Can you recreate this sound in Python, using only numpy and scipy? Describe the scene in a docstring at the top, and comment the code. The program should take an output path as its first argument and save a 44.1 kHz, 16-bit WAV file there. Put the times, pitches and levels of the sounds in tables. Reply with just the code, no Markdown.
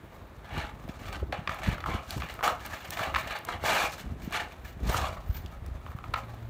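"""Dog with a plastic disc on a patio

A dog paws the disc about on concrete: the rim drags over the grit, claws and teeth knock it.
The disc's broad modes colour both: grains jolt them in the drag, short contacts strike them in a knock.
Feedback delays give the short reverberation of brick walls and a roof.
Filtered noise and lone thumps are wind at the microphone; a hum swells over a quiet suburban background."""
import sys
import numpy as np
from scipy import signal
from scipy.fft import rfft, irfft
from scipy.io import wavfile
from scipy.ndimage import uniform_filter1d

SR = 44100
rng = np.random.default_rng(int(sys.argv[2]) if len(sys.argv) > 2 else 0)


def digitize_waveform(pressure):
    """Quantize a signal to 16-bit integers and store it at the path in sys.argv[1].

    Rows of a 2-D input are taken as channels; values are limited to [-1, 1].
    """
    field = np.atleast_2d(pressure).T
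    bounded = np.clip(field, -1, 1)
    quanta = np.round(bounded * 32767).astype(np.int16)
    wavfile.write(sys.argv[1], SR, quanta)


N = 286341

# All levels are set ahead of the layer trims, the patio and record().
# strokes of the paw: (time of full force [s], time to rise 20 dB [s], at least 0.004, hold [s], low modes [dB],
# high modes [dB above low], grit hiss [dB above low], finest grit [dB above low])
STROKES = [(0.556, 0.1043, 0.074, -37.5, -0.5, -16.5, -24), (0.888, 0, 0.0038, -43.5, -5.5, -12, -23),
           (1.048, 0.12, 0.1, -49, -0.5, -10, -18), (1.327, -0.2652, .005, -35, -1.5, -20.5, -33),
           (1.495, -0.14, 0.072, -41, -3.5, -14, -22), (1.667, 0.04, 0.028, -41, 5, -8.5, -17),
           (1.755, 0.5, .05, -47.5, -3, -20, -22), (1.86, -0.06, 0.045, -33.5, -6, -18.5, -25),
           (1.935, 0.08, 0.022, -33.5, -4.5, -18.5, -25), (2.116, 0.07, 0.027, -41, -1.5, -5.5, -14),
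           (2.201, -0.03, .005, -41.5, -1.5, -16, -25), (2.228, -0.8, 0.1, -49.5, 1.5, -9.5, -15),
           (2.434, -0.1, 0.041, -24, -6.5, -16.5, -23), (2.68, 0.25, 0.26, -49.5, 1.5, -7.5, -12),
           (2.935, 0.03, .005, -44, -1, -2.5, -5), (2.969, -0.32, 0.068, -37, -1, -12.5, -18),
           (3.053, .15, .005, -33, -6, -21.5, -27), (3.164, 0, 0.026, -41, 4.5, -7, -7.5),
           (3.235, -1, 0.092, -48.5, 1.5, -11, -19), (3.308, -0.24, 0.026, -38, 4, -15, -22),
           (3.489, 0.04, 0.043, -37, -2.5, -19.5, -28), (3.657, 0.046, 0.18, -27, -2, -10.5, -19.5),
           (3.898, -0.6, .04, -45, -2.5, -3.5, -8), (3.981, -0.16, 0.015, -53.5, 8.5, 4.5, -2),
           (4.22, -0.56, 0.027, -59, 5, 2.3, 1), (4.363, 0.07, 0.0029, -33.5, 3.5, -10.5, -20),
           (4.45, 0.6, 0.072, -57.5, 1, -5.5, -16), (4.685, 0.12, 0.024, -57.5, 3, -3, -3),
           (4.874, 0.04, 0.016, -38, -3.5, -8.5, -12), (4.933, 0.08, 0.048, -31.5, -4, -10.5, -18),
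           (5.039, 0.08, 0.027, -31.5, -7, -14.5, -25.5), (5.128, -0.08, .01, -41.5, -9.5, -18, -27),
           (5.364, 0.11, 0.014, -50, -0.5, -3.5, 1), (6.16, -0.03, 0.031, -38.5, -8, -17.5, -24)]
# fall after a stroke: low modes, high modes, grit, finest grit [dB per s]
FADE_DB_PER_S = [227, 248, 236, 250]
# faint shuffling between strokes: (time [s], low modes [dB])
SHUFFLE = [(0, -61), (1.2, -60), (1.5, -58.5), (3.5, -56), (4.0, -56), (4.8, -69), (5.3, -57.5),
           (6.1, -57.5), (6.49, -56.5)]
# the other shuffling layers: high modes, grit, finest grit [dB above low]
SHUFFLE_ABOVE_DB = [-10.5, -14.5, -17.5]
# modes of the disc: (frequency [Hz], width when dragged [Hz], level when dragged [dB])
DISC_MODES = [(532.5, 90, -9), (648.4, 58, -2.5), (748.5, 44, -6), (828.4, 46, -3.5), (978, 256, -2.5),
              (1140, 98, 0.5), (1230, 113, 0.5), (1273.4, 64, 0.5), (1600, 376, -3.5), (1766, 166, -3),
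              (2110, 390, -7.5), (2345, 170, -5.5), (2850, 275, -10), (3433, 190, -12.5),
              (3860, 500, -14.5), (4490, 130, -22.5)]
# spectrum of the sand under the rim: (frequency [Hz], relative density [dB per Hz])
GRIT_SPECTRUM = [(2530, 8), (4300, 2), (5070, -2.5), (6680, -1.5), (10300, -10.5), (11100, -3.5),
                 (12400, -2), (14900, 5), (16000, -18.5)]
# knocks on the disc: (time [s], peak [dB], pitch favoured by the struck spot [Hz], claw tick [dB above peak])
KNOCKS = [(0.539, -32, 710, -21), (0.8789, -34, 614, -23), (0.891, -49, 1220, -22), (1.0165, -43, 830, -33),
          (1.074, -34, 1400, -37), (1.3246, -23, 2300, -23.5), (1.3268, -19.5, 614, -41),
          (1.475, -16, 1750, -40), (1.4938, -17, 1540, -33), (1.5448, -29, 1240, -15.5),
          (1.662, -24, 1840, -41), (1.688, -28, 1340, -18), (1.7219, -35, 1240, -29),
          (1.782, -27.5, 1180, -35), (1.8047, -33, 2820, -27), (1.8404, -19.5, 1260, -40),
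          (1.8607, -20.5, 1230, -29), (2.107, -22.5, 4650, -13.5), (2.2206, -21.5, 1770, -34),
          (2.34, -37, 1100, -10), (2.391, -27.5, 1180, -29), (2.409, -24.5, 1230, -35),
          (2.4283, -19, 1280, -26), (2.4772, -11, 1140, -21.5), (2.6624, -38.5, 1150, 3.5),
          (2.7245, -30, 1610, -18), (2.766, -35, 1560, -24), (2.8516, -42, 1660, -6),
          (2.9057, -41, 1180, 10.5), (2.9723, -22.5, 1600, -27), (2.994, -19.5, 1130, -30),
          (3.142, -18.5, 1310, -32), (3.1477, -12, 2260, -40), (3.1586, -15, 1830, -40.5),
          (3.161, -13.5, 1550, -40), (3.1654, -26, 1510, -19), (3.168, -26, 1250, -28),
          (3.211, -45, 4400, 0.5), (3.299, -29, 2330, -32), (3.388, -47, 4400, 2), (3.45, -40, 1178, 1.5),
          (3.488, -19.5, 1210, -35), (3.639, -20.5, 674, -30), (4.3007, -46, 1720, -9),
          (4.309, -35, 920, -13), (4.3245, -25, 1610, -16), (4.3387, -34, 1230, -19.5),
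          (4.4743, -36.5, 780, -30), (4.673, -43, 1270, -17), (4.9446, -16, 1230, -26),
          (5.4613, -34.5, 3630, -21), (5.663, -43.5, 1140, -4.5), (5.8638, -32, 1230, -28),
          (5.918, -34, 1240, -24), (5.9874, -30.5, 1280, -27), (6.0406, -27.5, 1220, -49),
          (6.1378, -22, 1320, -22), (6.1406, -13.5, 1660, -39)]
# wind on the microphone: (time [s], rumble [dB], flutter [dB above rumble])
WIND = [(0.0, -49, -6.5), (0.42, -54, -6), (0.59, -35, -6), (0.69, -49, -5), (1.28, -37.5, -7.5),
        (1.61, -53.5, -6), (1.7, -29.5, -6), (1.76, -44.5, -13.5), (1.97, -37.5, -3), (2.04, -53, -13),
        (2.17, -43, -7), (3.02, -55, -5), (3.07, -40, -8.5), (3.42, -54.5, -8), (3.47, -42.5, -6.5),
        (3.99, -49.5, -5), (4.08, -40.5, -7), (4.74, -50, -10), (4.84, -34.5, -10.5), (5.3, -39.5, -16),
        (5.4, -42.5, -14.5), (6.49, -46, -9)]
# single strong eddies on the membrane: (time [s], approximate peak [dB], pitch [Hz])
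THUMPS = [(0.893, -30.5, 209), (1.389, -30.5, 132), (1.684, -19.5, 138), (2.164, -27.5, 119),
          (4.12, -31, 151), (4.276, -28, 200), (5.294, -21.5, 59.6), (5.712, -33, 62.3),
          (5.949, -30.5, 110)]
# a low hum swells: (time [s], frequency [Hz], level [dB])
HUM = [(5.6, 112.5, -77), (5.9, 113.3, -57), (6.2, 114.5, -48), (6.49, 113, -41.5)]
# spectrum of the quiet surroundings: (frequency [Hz], relative density [dB per Hz])
BACKGROUND_SPECTRUM = [(59, -51), (100, -5.5), (481, -12), (621, -9), (1230, -15.5), (1800, -17),
                       (3120, -27.5), (3700, -26.5), (4980, -37.5), (6560, -38), (10500, -40), (15000, -40),
                       (16000, -44)]

HIGH_MODES_HZ = 1500   # modes from here up form the high layer
DAMPING = 2.1   # the paw on the disc widens the modes of a knock by this factor
TICK_LOW_HZ, TICK_HIGH_HZ = 2480, 16300   # band of the claw tick
PATIO_T60_S, PATIO_CUT_HZ, PATIO_DB = .3, 3500, -12
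BACKGROUND_DB = -55
MIC_BASS_CUT_HZ = 38
TOP_CUT_HZ = 16500   # almost nothing is left above


def amp(db):
    """dB to gain."""
    return 10 ** (np.asarray(db) / 20)


def rms_one(x):
    """Scale to rms 1."""
    return x / np.sqrt(np.mean(x ** 2) + 1e-20)


def in_time(rows):
    """Columns of a curve table, one value a sample."""
    s, *columns = np.transpose(rows)
    return [np.interp(np.arange(N) / SR, s, c) for c in columns]


def drift(rate_hz):
    """Slow random wander of rms 1: noise through two equal low-passes."""
    r = np.exp(-2 * np.pi * rate_hz / SR)
    wander = signal.lfilter([1], [1, -2 * r, r * r], rng.standard_normal(N + SR))
    return rms_one(wander[SR:])   # the first second lets the filter settle


def colour(x, spectrum):
    """Give a white signal a spectrum; rms 1."""
    hz, db = np.transpose(spectrum)
    grid = np.maximum(np.arange(N // 2 + 1) * SR / N, 1)
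    gain = amp(np.interp(np.log(grid), np.log(hz), db))
    return rms_one(irfft(rfft(x) * gain, N))


def band(x, low_hz, high_hz):
    """Band-pass."""
    return signal.sosfilt(signal.butter(2, [low_hz, high_hz], "band", fs=SR, output="sos"), x)


def ring(x, hz, width_hz):
    """One mode as a damped resonance: a unit click rings at height about 1."""
    r, w = np.exp(-np.pi * width_hz / SR), 2 * np.pi * hz / SR
    return signal.lfilter([0, np.sin(w)], [1, -2 * r * np.cos(w), r * r], x + 1e-18)


def drag():
    """Sand grains under the rim jolt the modes and hiss; the rim judders as it sticks and slips."""
    low_db, high_db, grit_db, fizz_db = stroke_levels()
    evenness = np.clip((-18 - low_db) / 30, .4, 1)   # a heavy drag runs more evenly
    judder = slips(70.0, .012) * evenness
    jolts = grains(4000.0, 3.17)
    low, high = dragged_modes(jolts)
    sand = colour(grains(9000.0, 2.1), GRIT_SPECTRUM)
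    grit = rms_one(band(sand, 3970, 10460)) * amp(grit_db - 2.5 + 2.0 * drift(49.0))
    fizz = rms_one(band(sand, 14300, 19500)) * amp(fizz_db - 3.0 + 2.7 * drift(25.0))
    body = low * amp(-5.0) + high * amp(high_db - 3.0)
    return amp(low_db) * (body * amp(3.75 * judder) + (grit + fizz) * amp(3.56 * judder))


def stroke_levels():
    """Strokes rise, hold and fade over the shuffling: low modes in dB, the other three layers in dB above them."""
    t, (shuffle_db,) = np.arange(N) / SR, in_time(SHUFFLE)
    power = amp(2 * (shuffle_db + np.array([0, *SHUFFLE_ABOVE_DB])[:, None]))
    for s, rise_s, hold_s, db, *above_db in STROKES:
        near = slice(max(round((s - .4) * SR), 0), round((s + hold_s + .3) * SR))
        rise = 20 * np.maximum(s - t[near], 0) / max(rise_s, .004)
        fade = np.outer(FADE_DB_PER_S, np.maximum(t[near] - s - hold_s, 0))
        layers_db = db + np.array([0, *above_db])[:, None]
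        power[:, near] += amp(2 * (layers_db - rise - fade))
    low_db, *others = 10 * np.log10(power)
    return [low_db] + [o - low_db for o in others]


def slips(per_s, decay_s):
    """The rim lets go suddenly and settles slowly; mean 0, rms 1."""
    starts = rng.exponential(1, N) * (rng.random(N) < per_s / SR)
    settling = signal.lfilter([1], [1, -np.exp(-1 / (decay_s * SR))], starts)
    train = np.log(0.63 + settling)
    return rms_one(train - train.mean())


def grains(per_s, spread_db):
    """Random small impacts of uneven size; rms 1."""
    sizes = amp(spread_db * np.minimum(rng.exponential(1, N), 4)) * rng.choice([-1, 1], N)
    return rms_one(sizes * (rng.random(N) < per_s / SR))


def dragged_modes(jolts):
    """The paw flexes and damps the disc, so each jolted mode comes and goes; low and high layers of rms 1."""
    steps = rng.standard_normal((len(DISC_MODES), N // 256 + 1))
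    flex = np.repeat(signal.lfilter([1], [1, -.7], steps), 256, axis=1)
    flex = uniform_filter1d(flex[:, :N] / flex.std(), size=256)   # smooth the steps
    low, high = np.zeros(N), np.zeros(N)
    for k, ((hz, width_hz, db), f) in enumerate(zip(DISC_MODES, flex)):
        layer = low if hz < HIGH_MODES_HZ else high
        # neighbouring modes alternate in sign
        layer += amp(db + 2.3 * f) * np.sqrt(width_hz) * ring(jolts, hz, width_hz) * (-1) ** k
    return rms_one(low), rms_one(high)


def knocks():
    """Each knock is a hard click and a short rattle into the modes near the struck spot, with a claw tick."""
    out, t = np.zeros(N + SR // 10), np.arange(SR // 10) / SR
    chatter = rng.standard_normal((len(KNOCKS), 2, len(t)))
    for (s, peak_db, spot_hz, tick_db), (push, tick) in zip(KNOCKS, chatter):
        rattle = push * (amp(-15) * np.exp(-t / .002) + amp(-34) * np.exp(-t / .025))
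        contact = (t == 0) + rattle
        body = np.zeros(len(t))
        for hz, width_hz, _ in DISC_MODES:
            octaves = np.log2(hz / spot_hz)
            nearness = amp(-40 * octaves ** 2) + amp(-3 - 20 * octaves ** 2)
            body += nearness * ring(contact, hz, width_hz * DAMPING)
        body = band(body, spot_hz * 0.54, spot_hz * 3.7)   # a small spot radiates no bass
        snap = band(tick * np.exp(-t / 0.0017), TICK_LOW_HZ, TICK_HIGH_HZ)
        knock = body / np.abs(body).max() + amp(tick_db + 9.5) * snap / np.abs(snap).max()
        at = round(s * SR)
        out[at:at + len(t)] += amp(peak_db - 3.5) * knock
    return out[:N]


def patio(x):
    """Walls and roof send the sound back: eight feedback delays, duller on every round."""
    out, dull = np.zeros(N), np.exp(-2 * np.pi * PATIO_CUT_HZ / SR)
    for k, lag in enumerate((rng.uniform(.015, .05, 8) * SR).astype(int)):
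        loop, gain, state = x.copy(), amp(-60 * lag / SR / PATIO_T60_S), [0.]
        for i in range(lag, N, lag):
            back, state = signal.lfilter([gain * (1 - dull)], [1, -dull], loop[i - lag:i], zi=state)
            loop[i:i + lag] += back[:N - i]
        out += (loop - x) * (-1) ** k   # reflections only
    return out


def wind():
    """Eddies push the membrane in lumps: a rumble and a faster flutter that come together, and lone thumps."""
    rumble_db, flutter_db = in_time(WIND)
    lumps = drift(33.0) + 0.65 * drift(13.0)
    rumble = rms_one(band(band(rng.standard_normal(N), 32.0, 81), 43.7, 214))
    soft_noise = signal.lfilter([1], [1, -.985], rng.standard_normal(N))
    flutter = rms_one(band(soft_noise, 92.6, 445))
    buffeting = rumble * amp(3.25 * lumps) + flutter * amp(flutter_db + 4.57 * lumps)
    return amp(rumble_db - 2.5) * buffeting + thumps()


def thumps():
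    """A strong eddy swings the membrane: a sine that swells and dies within a few turns."""
    out = np.zeros(N)
    for s, peak_db, hz in THUMPS:
        turns = np.maximum(np.arange(N) / SR - s, 0) * hz
        swell = np.e * turns / 0.24 * np.exp(-turns / 0.31)
        out += amp(peak_db) * swell * np.sin(2 * np.pi * turns)
    return out


def hum():
    """A faint low tone with its octave."""
    hz, db = in_time(HUM)
    phase = 2 * np.pi * np.cumsum(hz) / SR
    return amp(db) * (np.sin(phase) + 0.22 * np.sin(2 * phase))


def background():
    """Quiet suburban surroundings: coloured noise whose level wanders a little."""
    level_db = BACKGROUND_DB - 0.5 + 1.1 * drift(9.9)
    return amp(level_db) * colour(rng.standard_normal(N), BACKGROUND_SPECTRUM)


def scene():
    """Disc in the patio, wind, hum and background, on one channel."""
    disc = drag() + knocks()
    around = background()
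    return (disc + amp(PATIO_DB) * patio(disc) + wind() + hum() + around)[None]


def record(dry):
    """The deepest bass is lost at the microphone, peaks are rounded; almost nothing is kept above about 16 kHz."""
    bass_cut = signal.butter(2, MIC_BASS_CUT_HZ, "high", fs=SR, output="sos")
    top_cut = signal.cheby2(14, 60, TOP_CUT_HZ, fs=SR, output="sos")
    rounded = 0.34 * np.tanh(signal.sosfilt(bass_cut, dry) / 0.26)
    return signal.sosfilt(top_cut, rounded)


dry = scene()
out = record(dry)
digitize_waveform(out)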